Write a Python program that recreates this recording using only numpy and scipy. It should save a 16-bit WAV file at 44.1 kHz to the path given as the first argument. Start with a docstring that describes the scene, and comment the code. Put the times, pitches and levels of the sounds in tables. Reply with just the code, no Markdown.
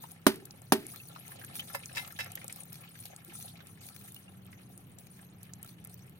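"""Two blows of a heavy knife into a husked coconut: ringing nut and shell modes, noise cracks, a yard echo.
Hands prise at the husk, so wet fibres crackle as clumped clicks and snap as short noise bursts.
The knife is laid on the ground with a knock and two scrapes, gritty noise that rings its blade modes.
Coconut water trickles into a plastic tub as a crowd of tiny resonances, with noisy drips and rising plinks.
Behind it all, a distant engine rumbles as filtered noise and wavering harmonics in open air."""
import sys
import numpy as np
from scipy import signal
from scipy.fft import rfft, irfft, next_fast_len
from scipy.io import wavfile

SR = 44100
rng = np.random.default_rng(int(sys.argv[2]) if len(sys.argv) > 2 else 0)


def materialize(psi):
    """Save the field psi as 16-bit PCM at rate SR to the path in sys.argv[1].

    A 1-D psi becomes a single channel; in a 2-D psi each row is a channel.
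    """
    bounded = np.clip(np.atleast_2d(psi).T, -1, 1)
    quanta = np.round(bounded * 32767).astype(np.int16)
    wavfile.write(sys.argv[1], SR, quanta)


N = 272979
AGE = np.arange(SR // 2) / SR   # seconds since an event began
CUTOFF_HZ = 15750
RIGHT_LAG = 6   # samples

# All levels are relative: the layers apply their own gains on top.
# knife blows: start_s, thud_db, thud_low_edge_hz, shell_db, shell_pitch_ratio, crack_db, ring_db, echo_db
BLOWS = [(0.2661, -5.5, 190, -10, 0.99, -16.5, -32.5, -27),
         (0.722, -9.5, 160.5, -11.5, 0.756, -18, -28, -29)]
# modes of the water-filled nut in the hand, before tuning: pitch_hz, level_db, t60_s
NUT_MODES = [(230, -12, 0.14), (285.5, -4, 0.069), (335, -12, 0.058), (376.6, -14.5, 0.086)]
# modes of the hard shell wall, before each blow's pitch ratio: pitch_hz, level_db, t60_s
SHELL_MODES = [(600, -8.5, 0.064), (840, -16, .04), (1030, -7.5, 0.036), (1136, -6, 0.017),
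               (1223, -8, 0.039), (1490, -2.5, 0.021), (1670, -12, .028), (2120, -15.5, 0.032),
               (3050, -9.5, 0.018)]
# modes of blade and tub ringing on after a blow, before tuning: pitch_hz, level_db, t60_s
RING_MODES = [(226.4, -13.5, 0.089), (333, -9.5, 0.24), (398.6, 0, 0.22), (427, 6.5, 0.19),
              (684, -7.5, 0.21), (828, -11, 0.16), (938, -6.5, 0.17), (1350, -18.5, 0.098), (2030, -19, .2)]
# spectrum of the shell fracture: frequency_hz, level_db (per Hz)
CRACK_SPECTRUM = [(100, -32), (500, 7), (1200, 5), (2000, -2), (2800, 0), (4500, -1), (6200, -2),
                  (7500, -11), (9500, 0), (11800, 2.5), (13000, -7.5), (16000, -7)]
# spectrum of a blow's echo in the yard: frequency_hz, level_db (per Hz)
ECHO_SPECTRUM = [(60, -18.5), (140, -12), (220, 1), (400, 3.5), (520, -8), (1000, -5.5), (2000, -10.5),
                 (4500, -14.5), (7500, -26), (11000, -13), (16000, -27.5)]

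# shifts of grip that make wet husk crackle: start_s, level_db, length_s
GRIP_SHIFTS = [(0.0, -48, 0.02), (0.878, -52, 0.14), (1.094, -59.5, 0.11), (1.296, -57, 0.052),
               (1.53, -47, 0.038), (2.462, -53, 0.15), (2.72, -56, 0.069), (2.953, -53, .09),
               (3.33, -50, 0.12), (3.803, -54, 0.16), (4.037, -58.5, 0.17), (4.979, -62.5, 0.45),
               (5.645, -59, 0.061), (5.891, -56, 0.072)]
RUB_ATTACK_S, RUB_T60_S = 0.0062, 0.54
# spectrum of the husk crackle: frequency_hz, level_db (per Hz)
HUSK_SPECTRUM = [(400, -13), (1500, -0.5), (3500, 0.5), (5000, -3), (6400, -2), (7400, -11), (9300, 2),
                 (12000, 2), (15500, -2)]
HUSK_DB = -4.5
# loudest snaps of wet fibres: start_s, level_db, centre_hz, left_over_right_db
LOUD_TICKS = [(0.4532, -38, 8440, 7), (0.508, -37, 5550, 4), (0.8662, -30, 10300, 1.5),
              (1.0859, -38, 12000, 2.0), (1.279, -35, 9300, 9), (1.6048, -32.5, 12600, 1.5),
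              (1.8576, -30.5, 6850, 1), (2.076, -37, 8900, 4), (2.3184, -32, 10800, 5),
              (2.354, -24.5, 13000, 2.0), (2.4433, -31.5, 11900, 2), (2.48, -29, 9100, 3),
              (2.5256, -29, 9600, 0), (2.729, -31.5, 14700, 2), (3.0547, -32.5, 11700, 0.0),
              (4.121, -39, 10800, 3), (4.145, -34.5, 13200, -1.0), (4.7765, -38.5, 10500, 2.0),
              (4.9858, -37.5, 7900, 9), (5.5352, -33.5, 6690, -2), (5.6286, -31.5, 11900, 0),
              (5.848, -32.5, 11600, -1.5)]
LOUD_TICK_DB = -6   # added to every loud snap
FAINT_TICKS, FAINT_TICK_DB, FAINT_TICK_SPREAD_DB = 24, -38, 5.5
FAINT_TICK_HZ = 10500   # middle of a one-octave range
FAINT_TICK_FOLLOWS = 0.71   # dB of snap per dB of water flow

# knife touching the ground: start_s, level_db, slide_s, t60_s, centre_hz, left_over_right_db
KNIFE_CONTACTS = [(1.735, -48, 0.0084, .03, 9000, 7), (1.7459, -32, 0.006, 0.065, 670, -1),
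                  (1.949, -44, 0.0093, 0.056, 3980, -6), (1.957, -38, 0.0032, 0.036, 4930, 13),
                  (1.9673, -31.5, 0.011, 0.1, 2320, 1), (2.189, -38, 0.01, 0.15, 1820, 0),
                  (2.2, -34.5, 0.0069, 0.081, 2780, 2)]
# modes of the knife: pitch_hz, level_db, t60_s
KNIFE_MODES = [(563, -0.5, 0.043), (956, -1, 0.017), (1368, 0, 0.056), (1740, 5.5, 0.034), (2070, 6, 0.21),
               (2080, 2, 0.022), (2636, 4, 0.054), (3160, -5, 0.036), (3850, 2.5, 0.09), (4700, -8, 0.074),
               (4960, -3, 0.031), (5320, 6.5, 0.15), (9000, -2, 0.034), (11700, 5, 0.092),
               (13400, -2, 0.092), (14800, -3, .1)]

# the gush swells, peaks, then ebbs to a dribble
FLOW_PEAK_S, SWELL_DB_PER_S, EBB_DB_PER_S, DRIBBLE_DB = 1.65, 14, 6, -13.5
SPLASH_DB, SPATTER_DB = -52.5, -52   # bubbles and fine spatter, before the flow is applied
# spectrum of the small bubbles: pitch_hz, level_db
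BUBBLE_SPECTRUM = [(520, 4), (900, -5), (1700, -3.5), (2700, -4), (4200, -9.5)]
# spectrum of the fine spatter: pitch_hz, level_db
FIZZ_SPECTRUM = [(3500, -1.5), (5600, -6), (6500, 0), (7300, -16.5), (9200, 7), (11200, 3), (11900, 3.5),
                 (14500, -1.5), (15600, 2)]
# biggest drops landing in the tub: start_s, level_db, centre_hz
BIG_DROPS = [(0.037, -36, 910), (0.936, -45, 1220), (1.16, -37.5, 1120), (1.288, -46, 859),
             (1.318, -41.5, 1720), (1.414, -41.5, 1680), (1.438, -41, 1670), (1.596, -33.5, 2980),
             (1.894, -44, 1670), (2.047, -41, 2720), (2.076, -42.5, 1240), (2.26, -37.5, 2020),
             (2.373, -37, 1810), (2.414, -40.5, 2100), (2.497, -39, 2200), (2.953, -45, 1730),
             (3.054, -41.5, 3970), (3.479, -43.5, 3836), (3.604, -45.5, 1520), (4.528, -45, 1930),
             (5.191, -48.5, 1670)]
DROP_DB, DROP_PAN_DB = -7, 0.5   # the level is added to every drop
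# single larger bubbles, in the tub or inside the draining nut: start_s, level_db, starting_pitch_hz, t60_s
BIG_BUBBLES = [(1.0, -37.5, 2620, 0.044), (1.593, -27, 3046, 0.057), (3.28, -45.5, 335, 0.11),
               (4.163, -39.5, 2870, 0.05), (4.28, -44, 2740, .04)]

# spectrum of the distant engine's rumble: frequency_hz, level_db (per Hz)
RUMBLE_SPECTRUM = [(20, -34), (45, -26), (70, -13), (100, -1.5), (130, 2.5), (175, -3.5), (230, -8.5),
                   (280, -10.5), (420, -16), (700, -34), (1500, -58)]
# spectrum of the open air: frequency_hz, level_db (per Hz)
AIR_SPECTRUM = [(100, 4), (500, 3), (1500, -3), (3000, -4.5), (7000, -49), (16000, -18.5)]
# the far engine idles, then slows: time_s, firing_rate_hz
FIRING_RATE = [(0, 33.3), (2.2, 33.6), (3.5, 33.8), (4.5, 31), (5.1, 30.4), (5.8, 29.1), (6.19, 30)]
# level of an engine harmonic by where it falls: pitch_hz, level_db
HARMONIC_LEVELS = [(95, -6.5), (125, -4), (148, -3.5), (157, -15.5), (168, 0), (188, 1.5), (200, -8),
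                   (240, -14)]
RUMBLE_DB, DRONE_DB = -57, -57.5


def chops():
    """The blade thumps the nut, rings its wall, and breaks in with a crack and a short crunch."""
    out = np.zeros((2, N))
    for s, thud_db, edge_hz, shell_db, pitch, crack_db, ring_db, echo_db in BLOWS:
        nut = struck(NUT_MODES, 0.95)
        # a small body radiates little bass
        thin_nut = high_pass(nut, edge_hz, order=4) + from_db(-14) * nut
        thud = from_db(thud_db) * thin_nut * pan(-6.0)

        wall = high_pass(struck(SHELL_MODES, pitch), 560 * pitch, order=2)
        shell = from_db(shell_db) * wall * pan(-2.1)
        ring = from_db(ring_db) * struck(RING_MODES, 0.93) * (1 - fade(0.036)) * pan(-2.5)

        # fibres give way unevenly until the blade stops
        tearing = from_db(drift(906)[:len(AGE)])
        crunch = fade(0.04, hold=0.016) * tearing
        bite = fade(0.025, hold=0.0022) + from_db(-10.5) * crunch
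        fracture = colour(stereo_noise(likeness=0.11, size=len(AGE)), CRACK_SPECTRUM)
        crack = from_db(crack_db) * bite * fracture * pan(1.3)

        echo = from_db(echo_db) * yard_echo(low_t60=0.41, high_t60=0.26, split_hz=510)
        add(out, s, thud + shell + ring + crack + echo)
    return out


def yard_echo(low_t60, high_t60, split_hz):
    """Diffuse echo of one blow: noise that builds, then decays in two bands, the lows lingering longest."""
    wash = colour(stereo_noise(likeness=0.7, size=len(AGE)), ECHO_SPECTRUM)
    low = signal.sosfilt(signal.butter(2, split_hz, fs=SR, output="sos"), wash)
    high = high_pass(wash, split_hz, order=2)
    patchy = from_db(1.1 * drift(250)[:len(AGE)])   # the highs return unevenly
    decay = low * fade(low_t60) + high * patchy * fade(high_t60)
    return decay * (1 - fade(0.022))


def husk():
    """Tiny clicks of the fibres under the fingers, as strong as the rubbing."""
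    clicks = tub(grains(per_s=200, spread_db=7.5, wander_db=2.5), wet_db=0.0, t60=0.022)
    return from_db(HUSK_DB) * rubbing() * colour(clicks, HUSK_SPECTRUM) * pan(2.0)


def rubbing():
    """Strength of the husk's crackle: each shift of grip builds, holds and lets go."""
    out = np.zeros((1, N))
    for s, db, length in GRIP_SHIFTS:
        attack = np.minimum(AGE / RUB_ATTACK_S, 1)
        add(out, s, from_db(db) * attack * fade(RUB_T60_S, length))
    return out[0]


def fibres():
    """Wet fibres snap as short noise bursts: some loud, some faint; the faint are louder with more flow."""
    flow = flow_db()
    faint = []
    for at, size, pitch in rng.random((FAINT_TICKS, 3)):
        db = FAINT_TICK_DB + FAINT_TICK_FOLLOWS * flow[int(at * N)]
        db += FAINT_TICK_SPREAD_DB * (2 * size - 1)
        faint.append((at * N / SR, db, FAINT_TICK_HZ * 2 ** (pitch - 0.5), 3))
    loud = [(s, db + LOUD_TICK_DB, hz, side_db) for s, db, hz, side_db in LOUD_TICKS]
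    return bursts(loud + faint, width=0.25, hold=0.0013, t60=0.011,
                  tail_db=-24, tail_t60=0.07, likeness=0.4)


def knife(grit_db, ring_db, tap_db):
    """Each contact begins with a tap; then grit rasps under the sliding knife and keeps its modes ringing."""
    rasp = np.zeros((2, N))
    for s, db, slide, t60, hz, side_db in KNIFE_CONTACTS:
        roughness = from_db(3.3 * drift(522)[:len(AGE)])
        force = stereo_noise(likeness=0.083, size=len(AGE)) * roughness * (1 - fade(0.0034))
        force[:, 0] += from_db(tap_db)
        grit = rms_one(resonate(force, hz, 0.75 * hz) + from_db(-8.5) * force)
        add(rasp, s, from_db(db) * grit * fade(t60, slide) * pan(side_db))
    rings = 0
    for hz, db, t60 in KNIFE_MODES:
        width_hz = np.log(1000) / np.pi / t60   # the bandwidth that gives this decay
        rings = rings + from_db(db) * resonate(rasp, hz, width_hz)
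    return from_db(grit_db) * rasp + from_db(ring_db) * rings


def trickle():
    """Small bubbles ring at scattered pitches under a fizz of fine spatter and wet fibres."""
    flow = from_db(flow_db())
    bubbles = droplets(per_s=330, spread_db=4, spectrum=BUBBLE_SPECTRUM, sharpness=6.2, count=24)
    fizz = droplets(per_s=800, spread_db=4.0, spectrum=FIZZ_SPECTRUM, sharpness=38, count=44)
    splash = from_db(SPLASH_DB) * flow * tub(bubbles, wet_db=4.5, t60=0.052)
    fizz_gain = np.hypot(from_db(SPATTER_DB) * flow, rubbing())   # water and fibres share the fizz
    return splash + fizz_gain * tub(fizz, wet_db=4.0, t60=0.072) * pan(2.5)


def flow_db():
    """Flow of the coconut water against the peak of the gush, in dB, with a steady dribble beneath."""
    late = np.arange(N) / SR - FLOW_PEAK_S
    gush = from_db(np.minimum(SWELL_DB_PER_S * late, -EBB_DB_PER_S * late))
    return 20 * np.log10(np.hypot(gush, from_db(DRIBBLE_DB)))


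def drips():
    """Big drops splat into the shallow water of the tub as resonant noise bursts."""
    drops = [(s, db + DROP_DB, hz, DROP_PAN_DB) for s, db, hz in BIG_DROPS]
    return bursts(drops, width=0.25, hold=0.0019, t60=0.044,
                  tail_db=-12.5, tail_t60=0.14, likeness=0.037)


def plinks(rise):
    """A bubble swells into a tone that rises in pitch as it dies away."""
    out = np.zeros((2, N))
    for s, db, hz, t60 in BIG_BUBBLES:
        pitch_hz = hz * (1 + rise * np.minimum(AGE / t60, 1))
        tone = np.sin(2 * np.pi * np.cumsum(pitch_hz) / SR)
        add(out, s, from_db(db) * fade(t60) * (1 - fade(t60 / 4)) * tone)
    return out


def yard():
    """A far engine's uneven rumble and drone, and the hush of open air as steady noise."""
    rumble = colour(stereo_noise(likeness=0.92, size=N), RUMBLE_SPECTRUM)
    air = colour(stereo_noise(likeness=0.12, size=N), AIR_SPECTRUM)
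    return from_db(RUMBLE_DB + 1.5 * drift(9)) * rumble + drone(count=5) + from_db(-65.0) * air


def drone(count):
    """Harmonics of the engine's firing rate from the third up, each wavering in level on its own."""
    speed, = in_time(FIRING_RATE)
    phase = 2 * np.pi * np.cumsum(speed + 0.15 * drift(8)) / SR
    hz, db = np.transpose(HARMONIC_LEVELS)
    total = 0
    for k in 3 + np.arange(count):
        level = from_db(np.interp(k * speed, hz, db) + 3.0 * drift(7))
        total = total + level * np.sin(k * phase + 2 * np.pi * rng.random())
    return from_db(DRONE_DB) * total


def bursts(events, width, hold, t60, tail_db, tail_t60, likeness):
    """Brief noise splats, each resonating round its own pitch, with a fainter, longer tail."""
    out = np.zeros((2, N))
    for s, db, hz, side_db in events:
        shape = fade(t60, hold) + from_db(tail_db) * fade(tail_t60)
        splat = resonate(stereo_noise(likeness, size=len(AGE)) * shape, hz, width * hz)
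        add(out, s, from_db(db) * rms_one(splat) * np.sqrt(np.mean(shape ** 2)) * pan(side_db))
    return out


def droplets(per_s, spread_db, spectrum, sharpness, count):
    """Random tiny impacts, each ringing one of many resonances; sharpness is pitch over bandwidth."""
    pops = grains(per_s, spread_db, wander_db=1.5)
    dealt = rng.integers(0, count, N)   # which resonance each impact rings
    hz, db = np.transpose(spectrum)
    pitches = np.geomspace(hz[0], hz[-1], count)
    gains = from_db(np.interp(np.log(pitches), np.log(hz), db))
    total = 0
    for k, (f, gain) in enumerate(zip(pitches, gains)):
        total = total + gain * resonate(pops * (dealt == k), f, f / sharpness)
    return total


def grains(per_s, spread_db, wander_db):
    """Random clicks of uneven size, in clumps, each at its own place."""
    born = rng.random(N) < per_s * from_db(4 * drift(25)) / SR
    sizes = from_db(spread_db * np.minimum(rng.exponential(1, N), 4)) * rng.choice([-1, 1], N)
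    return born * sizes * from_db(wander_db * rng.standard_normal(N) * [[1], [-1]])


def tub(x, wet_db, t60):
    """Dense short reflections between the tub walls, different at each microphone; rms 1."""
    walls = rng.standard_normal((2, len(AGE))) * fade(t60) * (1 - fade(0.0044))
    walls = walls / np.sqrt(np.sum(walls ** 2) / 2)
    wet = signal.fftconvolve(x, walls, axes=1)[:, :N]
    return rms_one(x + from_db(wet_db) * wet)


def struck(modes, pitch):
    """Decaying sines of a struck body, all tuned by one pitch ratio."""
    return sum(from_db(db) * fade(t60) * np.sin(2 * np.pi * hz * pitch * AGE) for hz, db, t60 in modes)


def resonate(x, hz, width_hz):
    """One resonance as a two-pole filter with a gain of about 1 on top."""
    r = np.exp(-np.pi * width_hz / SR)
    w = 2 * np.pi * min(hz, CUTOFF_HZ) / SR
    feed = np.array([1, 0, -1]) * (1 - r * r) / 2
    return signal.lfilter(feed, [1, -2 * r * np.cos(w), r * r], x + 1e-18)


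def high_pass(x, hz, order):
    """Roll off what lies below a frequency."""
    return signal.sosfilt(signal.butter(order, hz, "high", fs=SR, output="sos"), x)


def colour(x, spectrum):
    """Shape a sound by a spectrum; rms 1."""
    size = next_fast_len(x.shape[-1])
    hz, db = np.transpose(spectrum)
    gain = from_db(np.interp(np.log(np.fft.rfftfreq(size, 1 / SR) + 1), np.log(hz), db))
    return rms_one(irfft(rfft(x, size) * gain, size)[..., :x.shape[-1]])


def stereo_noise(likeness, size):
    """White noise that the two channels partly share."""
    mid, side = rng.standard_normal((2, size))
    c = np.clip(likeness, -1, 1)
    return rms_one(np.sqrt(1 + c) * mid + np.sqrt(1 - c) * side * [[1], [-1]])


def drift(rate):
    """Random wander with rms 1, turning at a rate per second."""
    knots = rng.standard_normal(int(N / SR * rate) + 2)
    return rms_one(np.interp(np.arange(N) / SR * rate, np.arange(len(knots)), knots))


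def fade(t60, hold=0):
    """Full level for the hold time, then an exponential decay of 60 dB in t60 seconds."""
    return from_db(-60 * np.maximum(AGE - hold, 0) / t60)


def in_time(rows):
    """Each column of a curve at every sample."""
    s, *columns = np.transpose(rows)
    return [np.interp(np.arange(N) / SR, s, c) for c in columns]


def pan(db):
    """Left and right gains for a level difference, left over right."""
    return rms_one(from_db([[db / 2], [-db / 2]]))


def add(out, s, sound):
    """Mix a sound in at a time in seconds."""
    i = round(s * SR)
    out[:, i:i + sound.shape[-1]] += sound[..., :N - i]


def rms_one(x):
    """Scale to rms 1."""
    return x / np.sqrt(np.mean(x ** 2) + 1e-20)


def from_db(db):
    """Decibels to gain."""
    return 10 ** (np.asarray(db) / 20)


def from_left(x):
    """The work is to the left, so sound reaches the right microphone a few samples later."""
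    return np.array([x[0], np.pad(x[1], (RIGHT_LAG, 0))[:N]])


def scene():
    """All sources at the two microphones."""
    work = chops() + husk() + fibres() + knife(grit_db=-4.0, ring_db=7, tap_db=8)
    water = trickle() + drips() + plinks(rise=0.1)
    return from_left(work + water + yard())


def record(dry):
    """Soft saturation rounds the loudest peaks, then a steep low-pass cuts the top."""
    rounded = 1.058 * np.tanh(dry / 1.127)
    return signal.sosfilt(signal.ellip(10, 0.1, 80, CUTOFF_HZ, fs=SR, output="sos"), rounded)


dry = scene()
out = record(dry)
materialize(out)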